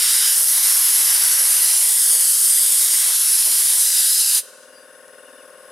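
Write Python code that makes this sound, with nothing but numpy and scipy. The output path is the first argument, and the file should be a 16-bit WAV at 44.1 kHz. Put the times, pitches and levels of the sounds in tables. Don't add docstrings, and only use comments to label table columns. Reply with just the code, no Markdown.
import sys
import numpy as np
from scipy import signal
from scipy.fft import rfft, irfft, next_fast_len
from scipy.io import wavfile
from scipy.ndimage import uniform_filter1d, map_coordinates

SR = 44100
rng = np.random.default_rng(int(sys.argv[2]) if len(sys.argv) > 2 else 0)


def amplitude_ratio(level_db):
    exponent = np.asarray(level_db, float) / 20
    return 10 ** exponent


def unload_audio(sound):
    columns = np.transpose(np.atleast_2d(sound))
    steps = np.round(np.clip(columns, -1, 1) * 32767)
    wavfile.write(sys.argv[1], SR, steps.astype(np.int16))


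N = 251811
TIME = np.arange(N) / SR
SHUT_S = 4.397
TURN_HZ = 19.987

# t/s, level/dB, facing the listener/0-1, contact with steel/0-1, beam pitch f/Hz
JET_POSES = [(0, -16.5, 1, 0.92, 10000), (.24, -16, 0.76, 0.98, 10500), (.38, -15.5, 0, 0.58, 10700),
             (.7, -15.5, 0.36, 0.77, 11050), (.9, -16, 0.22, .7, 10940), (1.15, -15.5, 0.51, 0.88, 10900),
             (1.44, -16, 0.15, 0.93, 10700), (1.5, -14.5, 0.2, 0.55, 10000),
             (1.72, -15.5, 0.3, 0.58, 10400), (1.92, -14, 0, 0.21, 9940), (2.4, -14, 0.08, 0.09, 9760),
             (2.75, -13.5, 0.23, 0, 9560), (3.05, -16.5, 0.48, 0.56, 10200),
             (3.3, -16.5, 0.51, 0.42, 10640), (3.75, -15.5, 0.41, 0.25, 10240),
             (3.92, -15.5, 0.55, 0.24, 10000), (4.3, -15.5, 0.8, 0.32, 10000), (4.39, -13, 0.42, 0.2, 9700)]
# low f/Hz, high f/Hz
JET_BANDS_HZ = [(250, 800), (900, 2400), (2800, 7200), (7500, 15500)]
BAND_BASE_DB = [-39, -32.5, -15.5, 0.5]
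# change at full facing/dB, change at full contact/dB
BAND_SWING_DB = [(-8.5, 11.5), (1.5, 12), (8.5, 1), (-0.5, -0.5)]
# f/Hz, density/dB per Hz
JET_COLOUR = [(100, -78), (170, -42.5), (509, -22), (664, -19.5), (987, -9), (1310, -6), (1580, -4.5),
              (2060, -5.5), (2490, -10.5), (2900, -8.5), (4930, -6.5), (6930, -14.5), (9550, -9.5),
              (12900, -21), (15600, -34)]
# f/Hz, level/dB
JET_APART = [(300, -33), (1000, -27), (3000, -137), (6000, -59), (8000, -23), (9300, -27), (11000, -27.5),
             (13000, -28)]
# t/s, delay/ms, strength/ratio
SHEET = [
    (0, .57, .3),
    (.33, .58, .05),
    (1.98, .615, .4),
    (2.68, .585, .15),
    (3.0, .6, 0),
    (3.7, .895, 0),
    (3.84, .895, -.33),
]
# t/s, delay/ms, strength/ratio
DRUM = [
    (0, .57, .25),
    (.15, .69, -.4),
    (.28, .6, -.4),
    (.45, .59, -.2),
    (.68, .579, -.45),
    (1.81, .68, -.3),
    (1.97, .595, .05),
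    (2.68, .585, .2),
    (3.0, .58, 0),
]
# middle t/s, length/s, level/dB
GUSTS = [
    (2.16, .17, -44),
    (2.72, .5, -50),
    (3.1, .05, -44),
    (3.49, .1, -46),
    (1.42, .08, -51),
    (1.75, .2, -52),
    (3.71, .04, -51),
]
# f/Hz, density/dB per Hz
GUST_COLOUR = [(120, -32), (260, -12), (480, 0), (1100, -2), (1500, -12), (2500, -40)]
# f/Hz, t60/s
YARD_T60 = [(300, 0.11), (2000, 0.13), (6000, 0.52), (10000, 0.14), (15000, 0.15)]
# f/Hz, level/dB
YARD_COLOUR = [(100, -23), (2500, 10.5), (4800, -6), (7500, -2), (11000, 7.5), (16000, 0)]
# f/Hz, level/dB
WALL_COLOUR = [(1000, -10), (3000, 1), (6500, 2.5), (10000, -11), (14000, -14)]
# f/Hz, level/dB
DIFFUSE_APART = [(150, -42), (600, -4), (1400, -77), (3000, -6.5), (6000, -7), (9500, -11.5), (12000, -26),
                 (15000, -30)]
# crank order, level/dB
INTAKE_ORDERS = [(26, -47), (30, -51.5), (25, -54), (27, -55), (28, -55), (24, -59), (18, -61), (20, -62),
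                 (21, -61), (23, -63), (34, -63), (35, -65), (47, -64), (54, -57.5), (8, -74), (9, -74)]
# t/ms, level/dB
STROKE = [(0, -1), (5, -1.5), (11, -.5), (16, -5), (24, -2), (29, 2), (38, 4), (45, 4), (49, 0)]
# start t/ms, length/ms, f/Hz, level/dB, left-right/dB
VALVES = [(8, 11, 1490, -53, 9), (23.5, 6, 1500, -54, 10), (29, 9, 1720, -54, 12), (30, 12, 1480, -52, 12),
          (40, 8, 1600, -58, 10), (26, 8, 1040, -58, 10), (33, 15, 1080, -57, 7), (1, 6, 1200, -54, 10),
          (0, 8, 1560, -55, 10), (39, 11, 1840, -57, 11), (8, 7, 2850, -61, 5), (42, 7, 2850, -61, 5),
          (30, 22, 270, -59, 1), (32, 14, 420, -54, 2), (26, 14, 700, -58, 4)]
# f/Hz, density/dB per Hz
CASING = [(150, -30), (260, -19), (480, -11), (620, -17), (800, -16), (1070, -15), (1280, -12), (1450, -12),
          (1880, -12), (1990, -26), (3000, -40)]
# f/Hz, density/dB per Hz
LEAK = [(300, -40), (520, -22), (850, -25), (1530, -21), (2100, -15), (4000, -24), (5100, -22), (7300, -22),
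        (10400, -8.5), (12000, -29), (14500, -23), (15700, -38)]
# f/Hz, width/Hz, level/dB
PIPES = [(2800, 190, -8), (3580, 90, -8), (5110, 130, -8), (6080, 130, -12), (7950, 140, -8),
         (9390, 140, -7), (10200, 150, -3), (10550, 120, -3), (11200, 90, -11), (12700, 230, -14)]
# f/Hz, left-right/dB
FAR_PAN = [(200, -5), (700, 14), (1290, 2.5), (2380, 5.5), (4400, 8.5), (8120, -0.5), (15000, 0)]
# start t/s, length/s, start f/Hz, end f/Hz, level/dB
BIRDS = [
    (4.69, .175, 4780, 4740, -59.5),
    (4.69, .075, 2760, 2860, -63),
    (5.24, .068, 2800, 2560, -57),
    (5.374, .05, 2830, 2430, -54),
    (5.325, .04, 3570, 3580, -62),
]
# t/s, peak level/dB
TICKS = [
    (5.0815, -27),
]
# t/s, level/dB
GAIN = [
    (0, -14.5),
    (2, -11.5),
    (3.5, -11),
    (4.38, -10.5),
    (4.45, -2.5),
    (5.0, -1),
    (5.71, 0.6),
]
# f/Hz, density/dB per Hz
FLOOR = [(20, -24), (40, -20), (90, -13), (150, -2), (250, 15), (400, -41)]


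def jet(patchy_db=1.5, fine_db=0.5, grit=0.23):
    load = amplitude_ratio(0.14 * wobble(8.3) + 0.53 * wobble(40))
    air = rng.standard_normal((2, N)) * (1 + grit * rng.standard_normal(N)) * load
    hz, t, z = signal.stft(air, SR, nperseg=512)
    rows_hz = hz[:, None]

    def blur(rows, cols):
        smooth = uniform_filter1d(rng.standard_normal(z.shape[1:]), rows, 0)
        return unit(uniform_filter1d(smooth, cols, 1))

    rest_colour = amplitude_ratio(along(JET_COLOUR, hz))
    pose_s, *poses = np.transpose(JET_POSES)
    level_db, facing, contact, beam_hz = (np.interp(t, pose_s, column) for column in poses)

    band_gain_db = []
    for base_db, (face_db, touch_db), (low_hz, high_hz) in zip(BAND_BASE_DB, BAND_SWING_DB, JET_BANDS_HZ):
        inside = (hz > low_hz) & (hz < high_hz)
        rest_db = 10 * np.log10(np.sum(rest_colour[inside] ** 2) / len(hz))
        band_gain_db.append(level_db + base_db + face_db * facing + touch_db * contact - rest_db)
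    bands = np.arange(len(band_gain_db))
    centre_hz = np.sqrt(np.prod(JET_BANDS_HZ, axis=1))
    place = np.interp(np.log(hz + 1), np.log(centre_hz), bands)
    share = np.clip(1 - abs(place[:, None] - bands), 0, 1)

    rest_hz, from_hz = 10000, 2800
    slide_hz = np.clip(1 - abs(rows_hz - rest_hz) / (rest_hz - from_hz), 0, 1) * (rest_hz - beam_hz)
    colour = amplitude_ratio(along(JET_COLOUR, rows_hz + slide_hz))
    patches_db = patchy_db * blur(rows=5, cols=30) + fine_db * blur(rows=3, cols=8)

    treble = 1 / (1 + (7500 / (rows_hz + 1)) ** 10)
    drum_share = treble / (1 + (rows_hz / 12500) ** 8)
    echo = bounce(SHEET, rows_hz, t, 1 - treble) * bounce(DRUM, rows_hz, t, drum_share)
    z = z * colour * echo * amplitude_ratio(share @ band_gain_db + patches_db + 0.22)
    hiss = signal.istft(z, SR, nperseg=512)[1][:, :N]
    hiss = filtered(hiss, lambda f: 1 / (1 + (150 / (f + 1)) ** 6))
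    closing = 1 + np.exp(np.clip((TIME - SHUT_S) / 0.0064, -50, 50))
    return spread(*hiss, JET_APART) / closing


def bounce(poses, hz, t, share):
    swing_s, tremble, tremble_ms = .11, .22, .006
    pose_s, *pose = np.transpose(poses)
    held = np.array(pose)[:, np.searchsorted(pose_s, t, "right") - 1]
    delay_ms, strength = uniform_filter1d(held, round(swing_s / t[1]), axis=1, mode="nearest")
    shake = lambda: np.interp(t, TIME, wobble(5))
    g = share * strength * (1 + tremble * shake())
    delay_s = (delay_ms + tremble_ms * shake()) / 1000
    return (1 + g * np.exp(-2j * np.pi * hz * delay_s)) / np.sqrt(1 + g * g)


def gusts():
    swell = sum(amplitude_ratio(db) * np.exp(-(2 * (TIME - s) / length_s) ** 2) for s, length_s, db in GUSTS)
    puff = unit(filtered(rng.standard_normal(N), lambda hz: amplitude_ratio(along(GUST_COLOUR, hz))))
    return swell * amplitude_ratio(1.6 * wobble(30)) * puff


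def yard(x, stretch):
    hz, t, z = signal.stft(rng.standard_normal((2, SR)), SR, nperseg=256)
    t60_s = stretch * along(YARD_T60, hz)[:, None]
    decay_db = along(YARD_COLOUR, hz)[:, None] - 60 * t / t60_s
    tail = signal.istft(z * amplitude_ratio(decay_db), SR, nperseg=256)[1]
    tail = tail / np.linalg.norm(tail[0])
    return spread(*signal.fftconvolve(x[None], tail, axes=1)[:, :N], DIFFUSE_APART)


def far_wall(x):
    delay_s, level_db = .255, -35
    late = np.pad(x, (round(delay_s * SR), 0))[:N]
    return amplitude_ratio(level_db) * filtered(yard(late, stretch=0.37), lambda hz: amplitude_ratio(along(WALL_COLOUR, hz)))


def compressor(scatter_db=-4.0):
    repeat_db, loose_db = -55.5, -60.5
    turn_s = ((TIME - 4.6) * TURN_HZ) % 1 / TURN_HZ
    ms, db = np.transpose(STROKE)
    stroke = amplitude_ratio(np.interp(turn_s * 1000, ms, db, period=1000 / TURN_HZ) + .4 * wobble(8))
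    angle = 2 * np.pi * TURN_HZ * (turn_s - .0082)
    beat = sum(amplitude_ratio(db) * np.cos(order * angle) for order, db in INTAKE_ORDERS)
    out = amplitude_ratio(-1.9) * stroke * beat * amplitude_ratio([[1.9], [-1.9]])
    for ms, length_ms, hz, db, pan_db in VALVES:
        t = (turn_s - ms / 1000) % (1 / TURN_HZ)
        swell = np.sqrt(np.sin(np.pi * np.clip(t / (length_ms / 1000), 0, 1)) + 1e-9)
        flutter = amplitude_ratio(db + 1.0 + scatter_db * wobble(5.6)) * swell * np.sin(2 * np.pi * hz * t)
        out += amplitude_ratio([[pan_db / 2], [-pan_db / 2]]) * flutter
    casing = lambda hz: amplitude_ratio(along(CASING, hz))
    one_turn = far_noise(casing)[:, (turn_s * SR).astype(int)]
    chuff = amplitude_ratio(3.2 * np.sin(2 * np.pi * TURN_HZ * turn_s + 3.4))
    return out + chuff * (amplitude_ratio(repeat_db) * one_turn + amplitude_ratio(loose_db) * far_noise(casing))


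def leak():
    def pipes(f):
        power = sum((amplitude_ratio(db) * w / 2) ** 2 / ((f - c) ** 2 + w * w / 4) for c, w, db in PIPES)
        return np.sqrt(power)

    pulse = amplitude_ratio(2.1 * np.sin(4 * np.pi * TURN_HZ * TIME + 1.1) + 0.66 * wobble(12))
    hiss = amplitude_ratio(-53) * far_noise(lambda hz: amplitude_ratio(along(LEAK, hz)))
    return hiss + amplitude_ratio(-54.0) * pulse * far_noise(pipes)


def far_noise(response):
    sides = lambda hz: response(hz) * amplitude_ratio(np.outer([.5, -.5], along(FAR_PAN, hz)))
    return unit(filtered(spread(*rng.standard_normal((2, N)), DIFFUSE_APART), sides))


def birds():
    arch, warble, hoarse_db_per_s = .5, .004, 18
    out = np.zeros(N)
    for s, length_s, hz0, hz1, db in BIRDS:
        u = np.clip((TIME - s) / length_s, 0, 1)
        glide_hz = hz0 + (hz1 - hz0) * u ** 1.5
        arch_hz = arch * abs(hz1 - hz0) * np.sin(np.pi * u ** .7)
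        pitch_hz = (glide_hz + arch_hz) * (1 + warble * wobble(50))
        level = amplitude_ratio(db + 3.5 + hoarse_db_per_s * length_s * wobble(45))
        swell = np.sqrt(abs(np.sin(np.pi * u))) * (u < 1)
        out += level * swell * np.sin(2 * np.pi * np.cumsum(pitch_hz) / SR)
    return out * amplitude_ratio([[1.5], [-1.5]])


def ticks():
    out = np.zeros(N)
    for s, db in TICKS:
        out[round(s * SR)] = amplitude_ratio(db + 5)
    return filtered(out, lambda hz: (.4 + np.exp(-((hz - 7200) / 2000) ** 2)) / (1 + (hz / 10500) ** 8))


def unit(x):
    return x / np.sqrt(np.mean(x ** 2) + 1e-20)


def along(points, hz):
    f, v = np.transpose(points)
    return np.interp(np.log(hz + 1), np.log(f + 1), v)


def filtered(x, response):
    m = next_fast_len(x.shape[-1] + 8192)
    return irfft(rfft(x, m) * response(np.fft.rfftfreq(m, 1 / SR)), m)[..., :x.shape[-1]]


def wobble(rate_hz):
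    return map_coordinates(rng.standard_normal(int(N * rate_hz / SR) + 4), [TIME * rate_hz])


def spread(a, b, apart):
    side = filtered(b, lambda hz: amplitude_ratio(along(apart, hz)))
    return np.array([a + side, a - side])


def scene():
    hiss = jet() + gusts()
    near = hiss * amplitude_ratio([[-.15], [.15]])
    near = near + amplitude_ratio(-17) * yard(hiss[0], stretch=1.0) + amplitude_ratio(-23.5) * yard(hiss[0], stretch=3.4)
    near = near + far_wall(hiss[0])
    far = compressor() + leak() + birds() + ticks()
    return near + amplitude_ratio(np.interp(TIME, *np.transpose(GAIN))) * far


def roll_off(x):
    return signal.sosfilt(signal.butter(12, 15770, fs=SR, output="sos"), x)


def record(dry, top=0.74):
    rumble = unit(filtered(rng.standard_normal(N), lambda hz: amplitude_ratio(along(FLOOR, hz))))
    x = dry + amplitude_ratio(-75.0) * rumble
    x = x / (1 + abs(x / top) ** 4) ** (1 / 4)
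    return roll_off(filtered(x, lambda hz: hz < 15780))


dry = scene()
out = record(dry)
unload_audio(out)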